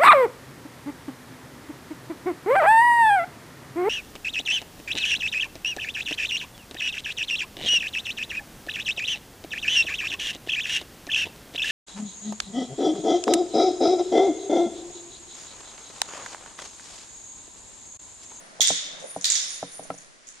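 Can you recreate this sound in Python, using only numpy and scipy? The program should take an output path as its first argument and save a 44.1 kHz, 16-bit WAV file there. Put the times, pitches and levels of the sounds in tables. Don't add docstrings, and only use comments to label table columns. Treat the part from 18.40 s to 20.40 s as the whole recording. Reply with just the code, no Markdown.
import sys
import numpy as np
from scipy import signal
from scipy.fft import rfft, irfft, next_fast_len
from scipy.io import wavfile
from scipy.ndimage import uniform_filter1d, minimum_filter1d

SR = 44100
rng = np.random.default_rng(int(sys.argv[2]) if len(sys.argv) > 2 else 0)


def pcm_store(signal):
    levels = np.round(np.clip(np.atleast_2d(signal), -1, 1) * 32767)
    wavfile.write(sys.argv[1], SR, levels.astype(np.int16).T)


N = 88200

# frequency in Hz, level in dB.
RUMBLE_COLOUR = [(20, 7.5), (60, -16), (200, -7), (400, -5), (1500, -39), (8000, -70)]
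ROOM_COLOUR = [(60, -37), (150, 3.5), (400, -3), (600, 6), (850, 0), (1200, -2), (2000, -3), (4000, -73),
               (12000, -70)]
HISS_COLOUR = [(100, -23), (400, -27), (1200, 0.5), (1900, 2), (3000, -2.5), (5000, -2), (6700, -0.5),
               (8300, -6), (10200, -11), (11300, -37), (16000, -52)]
CRACK_COLOUR = [(500, -12), (1400, 6), (2400, -3), (3100, -8), (4200, -20), (6000, -43), (12000, -60)]
GEAR_COLOUR = [(1500, -12), (4500, -12), (5500, -3.5), (6500, 8.5), (7200, 6.5), (8000, -3.5), (10000, -7),
               (11500, -30), (16000, -39)]
CARPET_COLOUR = [(60, -49), (150, -1.5), (280, 3.5), (400, -3), (540, 2), (800, -7), (1200, -45),
                 (4000, -45)]
SOLE_COLOUR = [(200, -27), (420, -20), (520, 9), (640, -1.5), (850, -15), (1200, -29), (3000, -63)]
SCRAPE_COLOUR = [(6000, -30), (10000, -18), (12000, -2), (12650, -4), (13300, -5), (15500, -20),
                 (17000, -43)]
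STEEL_COLOUR = [(300, -50), (1300, -25), (2000, -3), (2600, -7), (3500, -2.5), (4200, -2.5), (6800, 4),
                (8100, -3.5), (10000, -11), (11500, -23), (14000, -42), (17000, -62)]
# frequency in Hz, likeness from -1 to 1.
STEREO_LIKENESS = [(100, -0.28), (600, 0.36), (1300, -0.39), (3400, 0.26), (5500, 0.27), (7000, -0.0059),
                   (9500, 0), (13000, 0.48)]
# time in seconds, level in dB.
ROOM_LEVEL = [(0, -51), (.2, -52.5), (.38, -55), (.55, -47), (.8, -54.5), (.95, -57), (1.15, -56.5),
              (1.35, -54.5), (1.7, -59), (1.9, -65.5), (2, -61.5)]
HISS_LEVEL = [(0, -52), (.7, -50), (1.5, -51.5), (1.8, -55.5), (2, -51.5)]
WHINE_LEVEL = [(0, -52.5), (.18, -66), (.56, -75), (.71, -38), (.8, -54.5), (1.03, -50), (1.13, -42),
               (1.26, -55.5), (1.35, -41.5), (1.49, -54), (1.58, -54.5), (1.72, -66), (2, -82)]
# pitch in Hz, level in dB.
WHINE_TONES = [(9100, -7), (9270, -8), (9490, -1), (9565, 0), (9725, -9), (10400, -7)]
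# start in seconds, level in dB, tick level in dB relative to that.
KNOCKS = [(.1976, -11, -48), (0.3038, 0.5, -32.5), (0.7629, -2.5, -67), (1.2281, -2, -33),
          (1.3944, -10, -42), (1.4265, -25, -45), (1.4524, -23.5, -56), (1.5025, -2, -20.5),
          (1.5409, -19.5, -45)]
# start in seconds, level in dB, fade time in seconds.
GEAR_RATTLES = [(.59, -45, 0.96), (.762, -37.5, 0.11), (1.135, -35, 0.17), (1.312, -42.5, 0.35),
                (1.43, -38, 0.13), (1.53, -40, 0.093), (1.576, -34.5, 0.069), (1.598, -46, 0.28),
                (1.865, -43.5, 0.47), (1.895, -47.5, 0.22)]
SHOE_STEPS = [(.44, -53, 0.88), (1.41, -49, 0.59)]
SOLE_DRAGS = [(.615, -42, 0.23), (.6405, -29, 0.074)]
BLADE_SCRAPES = [(.2138, -26, 0.029), (.2245, -35.5, 0.1), (.844, -42, 0.19)]
# pitch in Hz, level in dB, fade time in seconds.
CASE_TONES = [(136.3, -44, 0.22), (178.5, -34, 0.15), (280.2, -30.5, 0.11), (480, -38, 0.19),
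              (537.5, -31.5, 0.075), (652.6, -8.5, .017), (747, -23, 0.038), (994, -40.5, 0.1)]
BLADE_TONES = [(3183, -5, .55), (3300, -5, .6), (3386, 1, .75), (3565, -1, .95), (3652, 3, .9),
               (3743, 3, .8), (4070, -5, .4), (4651, -5, .6), (5030, -5, .5), (5416, -3, .6),
               (5960, -4, .45), (6277, -2, .55), (6720, -3, .5), (6853, 3, .6), (7040, 1, .55),
               (7500, -4, .45), (8030, -6, .35)]
# frequency in Hz, fade time in seconds.
HALL_FADE = [(200, 1), (2000, 1), (4000, 0.86), (7000, 0.59), (10000, 0.52), (15000, 0.15)]
# frequency in Hz, right minus left in dB.
HALL_SIDE = [(1300, 30), (2000, 3.5), (3400, -3.5), (5000, -1), (7000, 9), (8300, -3), (12000, -6)]
# start in seconds, level in dB, boosted frequency in Hz,
# the click's right minus left in dB, extra level for echo and ringing in dB.
CONTACTS = [(0.2063, -19.5, 6800, 14, 6), (.2066, -14, 3480, 12, 5.5), (0.2156, -21.5, 5800, 18, 9),
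            (.2158, -24, 3600, -32, 12), (.2353, -39, 6850, 3, -14), (.2733, -11, 8400, 0, -4.5),
            (.2820, -11.5, 5370, 5, -5.5), (.2901, -20, 7000, 20, 1.5), (.8118, -28.5, 6600, -5, -2.5),
            (.8228, -29.5, 6700, 5, -4.5), (.8438, -11.5, 3900, 0, -3), (.8526, -12.5, 3970, 6, -5),
            (.8558, -17.5, 4200, -2, 4.5), (.9016, -10.5, 7300, 5, -1), (.9204, -11, 7040, 4.5, -5),
            (.9468, -23, 6600, 3, -3), (.9538, -15, 5400, 2.5, 3), (1.105, -25, 7000, 5, -1.5)]

SHARP_RISE_S = .00069


def amp(db):
    return 10 ** (np.asarray(db) / 20)


def unit(x):
    return x / np.sqrt(np.mean(x ** 2) + 1e-20)


def along(points, hz):
    row_hz, values = np.transpose(points)
    return np.interp(np.log(hz + 1), np.log(row_hz + 1), values)


def level(points):
    return amp(np.interp(np.arange(N) / SR, *np.transpose(points)))


def since(start):
    return np.maximum(np.arange(N) / SR - start, 0)


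def fade(t, rise_s, t60):
    return (1 - np.exp(-t / rise_s)) * amp(-60 * t / t60)


def filtered(x, response):
    size = next_fast_len(N + 8192)
    return irfft(rfft(x, size) * response(np.fft.rfftfreq(size, 1 / SR)), size)[..., :N]


def pan(db):
    return amp(np.array([[-.5], [.5]]) * db)


def noise(colour):
    def response(hz):
        width = np.arccos(np.clip(along(STEREO_LIKENESS, hz), -1, 1)) / 2
        return amp(colour(hz)) * [np.cos(width), np.sin(width)]
    mid, side = filtered(rng.standard_normal((2, N)), response)
    return unit(np.array([mid + side, mid - side]))


def tone(t, hz, flutter_hz):
    draws = rng.standard_normal((4, int(N * flutter_hz / SR) + 2))
    position = np.arange(N) * flutter_hz / SR
    waver = np.array([np.interp(position, np.arange(len(row)), row) for row in draws])
    angle = (2 * np.pi * hz * t).astype(np.float32)
    return waver[:2] * np.sin(angle) + waver[2:] * np.cos(angle)


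def rubs(events, colour, rise_s, grain_db):
    power = sum((amp(db) * fade(since(start), rise_s, t60)) ** 2 for start, db, t60 in events)
    lumps = uniform_filter1d(uniform_filter1d(rng.standard_normal(N), size=110), size=60)
    grain = amp(grain_db * unit(lumps))
    return np.sqrt(power) * unit(grain * noise(lambda hz: along(colour, hz)))


def background():
    room = level(ROOM_LEVEL) * noise(lambda hz: along(ROOM_COLOUR, hz))
    hiss = level(HISS_LEVEL) * noise(lambda hz: along(HISS_COLOUR, hz))
    rumble = amp(-60.5) * noise(lambda hz: along(RUMBLE_COLOUR, hz))
    return room + hiss + rumble


def whine():
    tones = sum(amp(db) * tone(since(0), hz, flutter_hz=110) for hz, db in WHINE_TONES)
    return level(WHINE_LEVEL) * unit(tones)


def knocks():
    rise_s, tick_hz, low_cut_hz = .0016, 1310, 80
    out = np.zeros((2, N))
    for start, db, tick_db in KNOCKS:
        t = since(start)
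        body = sum(amp(tone_db) * fade(t, rise_s, t60) * np.sin(2 * np.pi * hz * t)
                   for hz, tone_db, t60 in CASE_TONES)
        tick = fade(t, rise_s, t60=.036) * np.sin(2 * np.pi * tick_hz * t)
        crack = amp(-3.5) * fade(t, SHARP_RISE_S, t60=.019) * noise(lambda hz: along(CRACK_COLOUR, hz))
        out += amp(db) * (body + amp(tick_db) * (tick + crack))
    return signal.sosfilt(signal.butter(2, low_cut_hz, 'high', fs=SR, output='sos'), out)


def gear():
    return rubs(GEAR_RATTLES, GEAR_COLOUR, rise_s=.0074, grain_db=3.5)


def shoes():
    steps = rubs(SHOE_STEPS, CARPET_COLOUR, rise_s=.0054, grain_db=-.5)
    drags = rubs(SOLE_DRAGS, SOLE_COLOUR, rise_s=.0017, grain_db=-2)
    return steps + drags


def scrapes():
    return rubs(BLADE_SCRAPES, SCRAPE_COLOUR, SHARP_RISE_S, grain_db=-2.5)


def hall(steady_noise, start):
    hz, times, spectrum = signal.stft(steady_noise, SR, nperseg=256)
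    decay = amp(-60 * np.maximum(times - start, 0) / along(HALL_FADE, hz)[:, None])
    tail = signal.istft(spectrum * decay, SR, nperseg=256)[1][:, :N]
    t = since(start)
    build_up = 1 - np.exp(-t / .025)
    early = steady_noise * fade(t, SHARP_RISE_S, t60=.11)
    return amp(-11) * early + amp(-13.5) * tail * build_up


def focus(hz, centre_hz, octaves=.2):
    return np.exp(-.5 * (np.log2((hz + 1) / centre_hz) / octaves) ** 2)


def ring(t, centre_hz):
    out = np.zeros((2, N))
    for hz, db, t60 in BLADE_TONES:
        strength = amp(db + 10.5 * focus(hz, centre_hz))
        out += strength * fade(t, SHARP_RISE_S, t60) * tone(t, hz, flutter_hz=28)
    return out / np.sqrt(2)


def click(start, colour):
    chirp_s, on_time_hz = .0012, 10000
    tap = np.arange(N) == round(start * SR)
    chatter = noise(np.zeros_like) * fade(since(start), SHARP_RISE_S, t60=.008)
    force = tap + amp(4) * chatter / np.linalg.norm(chatter[0])
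    lag_cycles = lambda hz: chirp_s * (2 * np.sqrt(hz * on_time_hz) - hz)
    out = filtered(force, lambda hz: amp(colour(hz)) * np.exp(-2j * np.pi * lag_cycles(hz)))
    return out / np.linalg.norm(out) * np.sqrt(2 * SR / 1000)


def blades():
    clicks, lingering = np.zeros((2, N)), np.zeros((2, N))
    for start, db, centre_hz, side_db, extra_db in CONTACTS:
        colour = lambda hz: along(STEEL_COLOUR, hz) + 8.5 * focus(hz, centre_hz)
        click_colour = lambda hz: colour(hz) + 4 * focus(hz, centre_hz)
        clicks += amp(db) * pan(side_db) * click(start, click_colour)
        echo = hall(noise(colour), start)
        ringing = amp(-30.5) * ring(since(start), centre_hz)
        lingering += amp(db + extra_db) * (echo + ringing)
    return clicks + filtered(lingering, lambda hz: pan(along(HALL_SIDE, hz)))


def scene():
    return background() + whine() + knocks() + gear() + shoes() + scrapes() + blades()


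def record(dry):
    limit, top_hz = .95, 16500
    needed = limit / np.maximum(np.abs(dry).max(axis=0), limit)
    gain = uniform_filter1d(minimum_filter1d(needed, size=90), size=90)
    return filtered(dry * gain, lambda hz: hz < top_hz)


dry = scene()
out = record(dry)
pcm_store(out)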